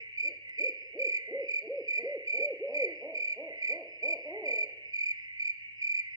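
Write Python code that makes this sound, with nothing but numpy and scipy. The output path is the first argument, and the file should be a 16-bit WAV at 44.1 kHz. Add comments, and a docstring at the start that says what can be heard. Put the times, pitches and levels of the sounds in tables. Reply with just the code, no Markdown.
"""In the woods at night, two owls duet: one hoots a quick run of pure arched notes, the other gives
hoarser cackles and ends on a note that leaps up and falls away. Both are gliding tones with harmonics
shaped by a throat, and trunks scatter the calls into a long tail. A tree cricket chirps close to a
pair of microphones, its wings ringing and rasping at each stroke. Farther crickets sing in short pulses
over a noise chorus of insects, soft air, a faint low hum that sinks away for a while and one tiny tick."""
import sys
import numpy as np
from scipy import signal
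from scipy.fft import rfft, irfft
from scipy.io import wavfile
from scipy.ndimage import uniform_filter1d, map_coordinates

SR = 44100
rng = np.random.default_rng(int(sys.argv[2]) if len(sys.argv) > 2 else 0)


def store_pcm(level_fs):
    """Save levels as 16-bit WAV."""
    pcm = np.round(np.clip(level_fs, -1, 1) * 32767).astype(np.int16)
    wavfile.write(sys.argv[1], SR, np.atleast_2d(pcm).T)


N = 271656  # length in samples


def gain_of(db):
    """Turns decibels into an amplitude factor."""
    return 10 ** (np.asarray(db) / 20)


def evened(x):
    """Scales a sound to an rms of 1."""
    return x / np.sqrt(np.mean(x ** 2) + 1e-20)


def read(points, hz):
    """Reads a (f/Hz, value) table between its points, on a log-frequency axis."""
    f, value = np.transpose(points)
    return np.interp(np.log(hz + 1), np.log(f + 1), value)


def add(mix, s, sound):
    """Mixes a sound in at s seconds, cutting off whatever falls outside the mix."""
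    at = round(s * SR)
    sound = sound[max(-at, 0):]
    part = mix[max(at, 0):][:len(sound)]
    part += sound[:len(part)]


def noise(spectrum):
    """Random noise of rms 1, coloured by a (f/Hz, level/dB) table."""
    hz = np.fft.rfftfreq(N, 1 / SR)
    white = rng.standard_normal(N)
    return evened(irfft(rfft(white) * gain_of(read(spectrum, hz)), N))


def waver(t, rate_hz):
    """A smooth random wander of about unit size at the times t."""
    chance = rng.standard_normal(2048)
    return map_coordinates(chance, [(t - t[0]) * rate_hz], order=3, mode="wrap")


def two_microphones(x, lag_s, left_db):
    """Left and right: sound reaches the left one lag_s later (earlier if negative) and left_db louder."""
    hz = np.fft.rfftfreq(N, 1 / SR)
    delay = np.exp(-2j * np.pi * hz * lag_s)
    left = irfft(gain_of(left_db) * rfft(x) * delay, N)
    return np.array([left, x])


# How long the woods ring, pitch by pitch: (f/Hz, t/s to die by 60 dB)
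WOODS_DECAY = [(200, .6), (550, .9), (1000, .75), (2400, .55), (5000, .45), (9000, .3)]


def woods(x, apart, rise_s):
    """Scatter from many trunks, each band dying at its own speed; apart = how unlike the two sides are."""
    # about 2500 random reflections a second
    taps = rng.standard_normal((2, SR)) * (rng.random((2, SR)) < 2500 / SR)
    hz, t, bands = signal.stft(taps, SR, nperseg=256)
    decay = gain_of(-60 * t / read(WOODS_DECAY, hz)[:, None])
    build_up = 1 - np.exp(-t / rise_s)
    tail = signal.istft(bands * decay * build_up, SR, nperseg=256)[1]
    tail = tail / np.linalg.norm(tail[0])
    mid, side = signal.fftconvolve(x[None], tail, axes=1)[:, :N]
    return np.array([mid + apart * side, mid - apart * side]) / np.hypot(1, apart)


def thicket(x, t60):
    """Dense, quickly dying scatter from the branches around the caller; t60 = seconds to die by 60 dB."""
    t = np.arange(SR // 3) / SR
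    build_up = np.minimum(t / .006, 1)
    taps = rng.standard_normal(len(t)) * gain_of(-60 * t / t60) * build_up
    return signal.fftconvolve(x, taps / np.linalg.norm(taps))[:N]


# Countless distant insects, the colour of their noise: (f/Hz, relative level/dB)
CHORUS_COLOUR = [(1300, -43), (1600, -33), (1850, -14), (2050, -5.5), (2300, 6.5), (2500, -6), (2850, -8),
                 (3050, -24.5), (3350, -51.5), (4100, -44.5), (4400, -46), (4900, -47.5), (5500, -48),
                 (12000, -58)]
# Still night air, the colour of its noise: (f/Hz, relative level/dB)
AIR_COLOUR = [(20, -3.5), (60, 3.5), (160, 0.5), (300, -7.5), (600, -11.5), (1000, -20.5), (1500, -30),
              (4000, -43.5), (8000, -28.5), (12000, -35)]
# The hum sinks away for a while: (t/s, level/dB added to HUM_DB)
HUM_LEVEL = [(0, 0.5), (.48, 2.5), (.52, -11.5), (4.0, -10), (4.5, -2), (6.16, 1.5)]
HUM_HZ, HUM_DB = 107.8, -77.5
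TICK_S, TICK_DB = .4952, -45


def background():
    """Coloured noise for insects and air, a sine for the hum and a fast-dying pulse for the tick."""
    t = np.arange(N) / SR
    chorus = two_microphones(noise(CHORUS_COLOUR), lag_s=.00022, left_db=-2.2)
    # some insects are heard independently on each side
    chorus += .55 * np.array([noise(CHORUS_COLOUR), noise(CHORUS_COLOUR)])
    flicker_db = .9 * waver(t, 4) + 1.2 * waver(t, 45)
    chorus *= gain_of(flicker_db)
    air = noise(AIR_COLOUR) + .7 * np.array([noise(AIR_COLOUR), noise(AIR_COLOUR)])
    air = air * gain_of([[-2], [0]])  # left is a little softer
    hum_db = HUM_DB + np.interp(t, *np.transpose(HUM_LEVEL))
    hum = np.sqrt(2) * gain_of(hum_db) * np.sin(2 * np.pi * HUM_HZ * t)
    tick = np.zeros(N)
    add(tick, TICK_S, gain_of(TICK_DB) * np.exp(-t[:200] * SR / 2))
    return gain_of(-48.0) * chorus + gain_of(-78.0) * air + hum + tick


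def far_cricket(chirps, pitch_hz, strokes_per_s, sag, octave_db):
    """Runs of slightly uneven wing strokes, each a short downward glide; sag = glide as a share of pitch."""
    out = np.zeros(N)
    for s, length, db in chirps:
        t = np.arange(0, length, 1 / SR)
        # u runs from 0 to 1 within each stroke
        u = (np.cumsum(strokes_per_s * (1 + .12 * waver(t, 30))) / SR) % 1
        hz = pitch_hz * (1 + sag * (.5 - u) + .009 * waver(t, 70))
        turns = np.cumsum(hz) / SR
        tone = np.sin(2 * np.pi * turns) + gain_of(octave_db) * np.sin(2 * np.pi * 2 * turns)
        swell = np.sin(np.pi * u) * signal.windows.tukey(len(t), .35)
        add(out, s, gain_of(db) * evened(tone * swell))
    return out


# A slow, low cricket deep in the trees: (t/s, length t/s, level/dB before the trees)
LOW_CRICKET = [(-.2, 0.3, -49.5), (.44, 0.15, -46), (1.07, 0.37, -46), (1.86, 0.37, -46.5),
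               (2.72, 0.2, -45), (3.46, 0.33, -46), (4.25, .32, -47), (5.04, 0.4, -49.5),
               (5.89, 0.51, -46.5)]
# A higher cricket farther off: (t/s, length t/s)
HIGH_CRICKET = [(-.07, .11), (0.487, 0.27), (0.762, 0.14), (1.389, 0.1), (1.733, 0.19), (2.026, 0.086),
                (2.657, 0.17), (2.931, 0.11), (3.552, 0.14), (3.87, 0.11), (4.179, 0.11), (4.84, 0.078),
                (5.145, 0.12), (5.743, 0.19), (6.089, .10)]
HIGH_DB = -53  # level of each high chirp before the trees


def far_crickets():
    """Three single singers, blurred by the trees; a neighbour keeps time with the near cricket."""
    high_chirps = [(s, length, HIGH_DB) for s, length in HIGH_CRICKET]
    high = far_cricket(high_chirps, pitch_hz=2490, strokes_per_s=55, sag=.06, octave_db=-27)
    low = far_cricket(LOW_CRICKET, pitch_hz=2055, strokes_per_s=48, sag=0.072, octave_db=-50.0)
    in_step = [(s - .03, .19, db - 17) for s, _, db in NEAR_CHIRPS]
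    neighbour = far_cricket(in_step, pitch_hz=2326, strokes_per_s=47, sag=0.082, octave_db=-24)
    into_trees = gain_of(-6) * high + gain_of(-3) * low + gain_of(-3) * neighbour
    wet = woods(into_trees, apart=.2, rise_s=.003)[0]
    heard = gain_of(-1) * high + gain_of(-4) * low + gain_of(-5) * neighbour + wet
    return two_microphones(heard, lag_s=.0002, left_db=-2)


def arch(start, rise_s, fall_s, top_hz, flatness, edge_hz):
    """Times and pitch of a short note: up from edge_hz to a rounded top and down again."""
    t = np.arange(0, rise_s + fall_s, 1 / SR)
    # 0 at the top, 1 at either end
    from_top = np.maximum(1 - t / rise_s, (t - rise_s) / fall_s)
    return start + t, edge_hz + (top_hz - edge_hz) * np.cos(np.pi / 2 * from_top ** flatness)


def long_note(curve):
    """Times, smoothed pitch and level of a drawn-out note."""
    s, pitch, level = np.transpose(curve)
    t = np.arange(s[0], s[-1], 1 / SR)
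    smooth_pitch = uniform_filter1d(np.interp(t, s, pitch), size=500, mode="nearest")
    return t, smooth_pitch, np.interp(t, s, level)


def off_resonance(throat, hz):
    """Level in dB of a partial against one at the throat's strongest resonance (0 or below)."""
    return read(throat, hz) - max(db for _, db in throat)


def voice(notes, throat, overtone_db, rolloff_db, bright, jitter, rough, attack_s, release_s):
    """Gliding tones of five harmonics, whose balance shifts as they pass the throat's resonance."""
    out = np.zeros(N)
    k = np.arange(1, 6)[:, None]  # harmonic number
    for t, pitch, level in notes:
        hz = pitch * (1 + jitter * waver(t, 150))
        # with bright above 0, a softer note has weaker upper harmonics
        upper_db = (rolloff_db + bright * (level.max() + 40.5)) * np.maximum(k - 2, 0)
        weights = gain_of(read(throat, k * hz) + overtone_db * (k > 1) + upper_db)
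        partials = weights * np.sin(2 * np.pi * k * np.cumsum(hz) / SR)
        # keep the tone's power steady whatever the balance
        tone = partials.sum(0) / np.sqrt((weights ** 2).sum(0) / 2)
        ramp = np.minimum((t - t[0]) / attack_s, (t[-1] - t) / release_s)
        envelope = np.sin(np.pi / 2 * np.clip(ramp, 0, 1))
        add(out, t[0], tone * gain_of(level) * (1 + rough * waver(t, 260)) * envelope)
    return out


# Arched cackles: (start t/s, rise t/s, fall t/s, top f/Hz, mid-note level/dB before the throat's loss)
CACKLE_NOTES = [ (-.08, 0.075, 0.044, 255, -59.5), (0.221, .06, .045, 294.8, -54),
                (.572, .052, .037, 304.7, -50), (.926, 0.06, 0.045, 300, -49),
                (1.27, 0.074, 0.042, 279, -45.5), (1.613, 0.048, 0.05, 224, -44.5),
                (1.97, 0.046, 0.056, 245, -43), (2.324, 0.067, 0.057, 272, -42.5),
                (2.668, .101, 0.079, 300, -41.5), (3.006, 0.09, 0.055, 328, -41.5),
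                (3.359, 0.093, 0.061, 335, -42), (3.685, 0.1, 0.053, 355, -42),
                (4.016, .102, 0.054, 343, -41)]
# The last note, leaping up and falling away: (t/s, f/Hz, level/dB before last_db)
LAST_CACKLE_CURVE = [(4.24, 217, -40.5), (4.264, 299, -38.5), (4.302, 307.6, -40.5), (4.35, 413.5, -41.5),
                     (4.384, 447.3, -39.5), (4.42, 399, -42.5), (4.446, 309.6, -39.5), (4.492, 252.8, -40),
                     (4.548, 220.6, -46), (4.618, 204, -51), (4.68, 167.7, -52)]
# What the cackling owl's throat lets through: (f/Hz, relative level/dB)
CACKLE_RESONANCE = [(190, -25), (260, -12.5), (320, -4.5), (430, 4), (600, 7.5), (720, -5.5), (850, -13),
                    (1040, -23.5), (1220, -46.5), (1500, -67.5)]
CACKLE_EDGE_HZ = 185  # pitch as a cackle starts and ends
CACKLE_FLATNESS = .9  # under 1 the top is pointed, over 1 it is held
CACKLE_ROUGH = .12  # flutter of the level (0-1)


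def cackling_owl(throat_share=0.73, last_db=-2.0, sag_db_per_s=35):
    """Low, hoarse arches carried by their second harmonic, each losing force; then one long note."""
    t, hz, level = long_note(LAST_CACKLE_CURVE)
    notes = [(t, hz, level + last_db)]
    for *shape, db in CACKLE_NOTES:
        t, hz = arch(*shape, CACKLE_FLATNESS, CACKLE_EDGE_HZ)
        effort_db = db - sag_db_per_s * (t - t.mean())
        throat_db = throat_share * off_resonance(CACKLE_RESONANCE, 2 * hz)
        notes.append((t, hz, effort_db + throat_db))
    return voice(notes, CACKLE_RESONANCE, overtone_db=1.0, rolloff_db=-1.0, bright=0.97, jitter=0.0048,
                 rough=CACKLE_ROUGH, attack_s=0.036, release_s=0.0077)


# Near cricket, one row a chirp: (t/s, number of wing strokes, level/dB before the harmonics' own levels)
NEAR_CHIRPS = [(0.172, 5, -31), (0.581, 5, -30.5), (0.989, 8, -31), (1.481, 5, -32), (1.876, 5, -30.5),
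               (2.269, 8, -31.5), (2.74, 5, -30.5), (3.144, 8, -33), (3.617, 5, -31), (4.025, 5, -30.5),
               (4.453, 8, -31), (4.93, 8, -32), (5.393, 5, -31.5), (5.814, 8, -31)]
# When each stroke of a chirp begins, in groups of two, three and three: (t/s after the chirp's start)
STROKE_TIMES = [0, .0225, .0505, .0725, .096, .125, .1485, .171]
# Harmonics of the ringing wings, from the fundamental up: (level/dB at full force)
WING_HARMONICS = [2.5, -23, -27.5, -48.5]
# The colour of the scraping noise: (f/Hz, relative level/dB)
RASP_COLOUR = [(900, -58.5), (1500, -20), (2000, 6.5), (2800, -2), (3400, -6.5), (4400, -6.5), (5400, -14),
               (5900, -46), (6300, -11.5), (7000, -13.5), (8200, -37.5), (9400, -14.5), (10300, -36.5),
               (12000, -44.5)]
# The near cricket in the left microphone against the right: (f/Hz, level/dB)
CRICKET_LEFT_LEVEL = [(2400, -1.8), (4800, -4), (7100, -8), (8000, -2), (9400, .5)]
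LEFT_LAG_S = 7.5 / SR


def near_cricket(start_hz=2505, end_hz=2255, stroke_s=0.023, rasp_db=-29):
    """Each closing of the wings rings them at a pitch that sags as the scraper slows."""
    song, swing = np.zeros(N), np.zeros(N)
    t = np.arange(0, stroke_s, 1 / SR)
    u = t / stroke_s
    shape = np.sin(np.pi * u ** .85) ** 1.2
    glide_hz = end_hz + (start_hz - end_hz) * (1 - u) ** 1.22
    for s, strokes, db in NEAR_CHIRPS:
        for delay in STROKE_TIMES[:round(strokes)]:
            hz = glide_hz * (1 + 0.0054 * rng.standard_normal() + 0.011 * waver(t, 300))
            turns = rng.random() + np.cumsum(hz) / SR
            # the first strokes of a chirp are weaker
            warm_up = 1 - 0.26 * np.exp(-delay / 0.015)
            force = shape * warm_up * gain_of(.5 * rng.standard_normal())
            tone = np.zeros(len(t))
            for k, level in enumerate(WING_HARMONICS):
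                # a firmer stroke is brighter
                strength = gain_of(level) * force ** (1 + 0.98 * k)
                tone += strength * np.sin(2 * np.pi * (k + 1) * turns)
            add(song, s + delay, np.sqrt(2) * gain_of(db) * tone)
            add(swing, s + delay, gain_of(db) * force)
    song += gain_of(rasp_db) * swing * noise(RASP_COLOUR)
    scatter = woods(gain_of(-14.5) * song, apart=.9, rise_s=.006)
    near = song + gain_of(-4) * thicket(song, t60=0.027)
    left_db = read(CRICKET_LEFT_LEVEL, np.fft.rfftfreq(N, 1 / SR))
    return two_microphones(near, LEFT_LAG_S, left_db) + scatter


# Arched hoots: (start t/s, rise t/s, fall t/s, top f/Hz, flatness of the top,
# level/dB before the throat's loss)
HOOT_NOTES = [ (0.241, 0.057, .03, 357.5, 0.72, -47), (.595, 0.07, 0.043, 533, .79, -37.5),
              (.949, 0.081, 0.058, 549, 1.1, -35), (1.307, 0.079, 0.061, 561.7, 1.31, -32.5),
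              (1.669, 0.08, 0.074, 571.2, 1.41, -32), (2.026, .083, 0.076, 581.6, 1.43, -32),
              (2.383, 0.075, 0.089, 585.7, 1.56, -31.5)]
# The drawn-out last hoot: (t/s, f/Hz, level/dB)
LAST_HOOT_CURVE = [(2.595, 294.6, -52.5), (2.621, 429.2, -34), (2.641, 551.2, -33.5), (2.699, 579, -39.5),
                   (2.769, 578.5, -42.5), (2.809, 541.6, -35), (2.833, 500, -27), (2.855, 377.7, -40.5),
                   (2.923, 317, -51.5), (2.97, 293, -61.5)]
# What the hooting owl's throat lets through: (f/Hz, relative level/dB)
HOOT_RESONANCE = [(250, -6.5), (400, -1), (520, 8), (590, 1), (700, -5.5), (850, -26), (1100, -37),
                  (1500, -69)]
HOOT_EDGE_HZ = 255  # pitch as a hoot starts and ends
HOOT_ROUGH = .05  # flutter of the level (0-1)


def hooting_owl():
    """Nearly pure arches, loudest where the pitch crosses the throat's resonance, then one long note."""
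    notes = [long_note(LAST_HOOT_CURVE)]
    for *shape, db in HOOT_NOTES:
        t, hz = arch(*shape, HOOT_EDGE_HZ)
        notes.append((t, hz, db + off_resonance(HOOT_RESONANCE, hz)))
    return voice(notes, HOOT_RESONANCE, overtone_db=-10.5, rolloff_db=0, bright=0, jitter=0.0024,
                 rough=HOOT_ROUGH, attack_s=0.017, release_s=0.02)


# Echoes off nearby trunks and the forest edge: (delay t/s, level/dB)
TRUNK_ECHOES = [(.017, -22.5), (.034, -10.5), (.056, -20), (.083, -18), (.115, -26.5), (0.218, -22),
                (.36, -29.5)]


def owls():
    """The cackling owl sits farther off, so more of its voice comes by way of the trees."""
    hoots, cackles = hooting_owl(), cackling_owl()
    direct = hoots + cackles
    echoes = thicket(gain_of(-17) * hoots + gain_of(-13.5) * cackles, t60=.4)
    for delay, db in TRUNK_ECHOES:
        add(echoes, delay, gain_of(db) * direct)
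    tail = woods(gain_of(-19) * hoots + gain_of(-10) * cackles, apart=.1, rise_s=.01)
    return two_microphones(direct + echoes, lag_s=-.00002, left_db=-.5) + tail


def scene():
    """Adds up the owls, the crickets and the night around them."""
    return owls() + near_cricket() + far_crickets() + background()


EDGE_HZ = 11950  # the treble is cut above this


def record(dry):
    """Softens the two ends and limits the treble with a steep low-pass filter."""
    soft = dry * signal.windows.tukey(N, .002)
    low_pass = signal.firwin(511, EDGE_HZ, window=("kaiser", 9), fs=SR)
    return signal.oaconvolve(soft, low_pass[None], "same")


dry = scene()
out = record(dry)
store_pcm(out)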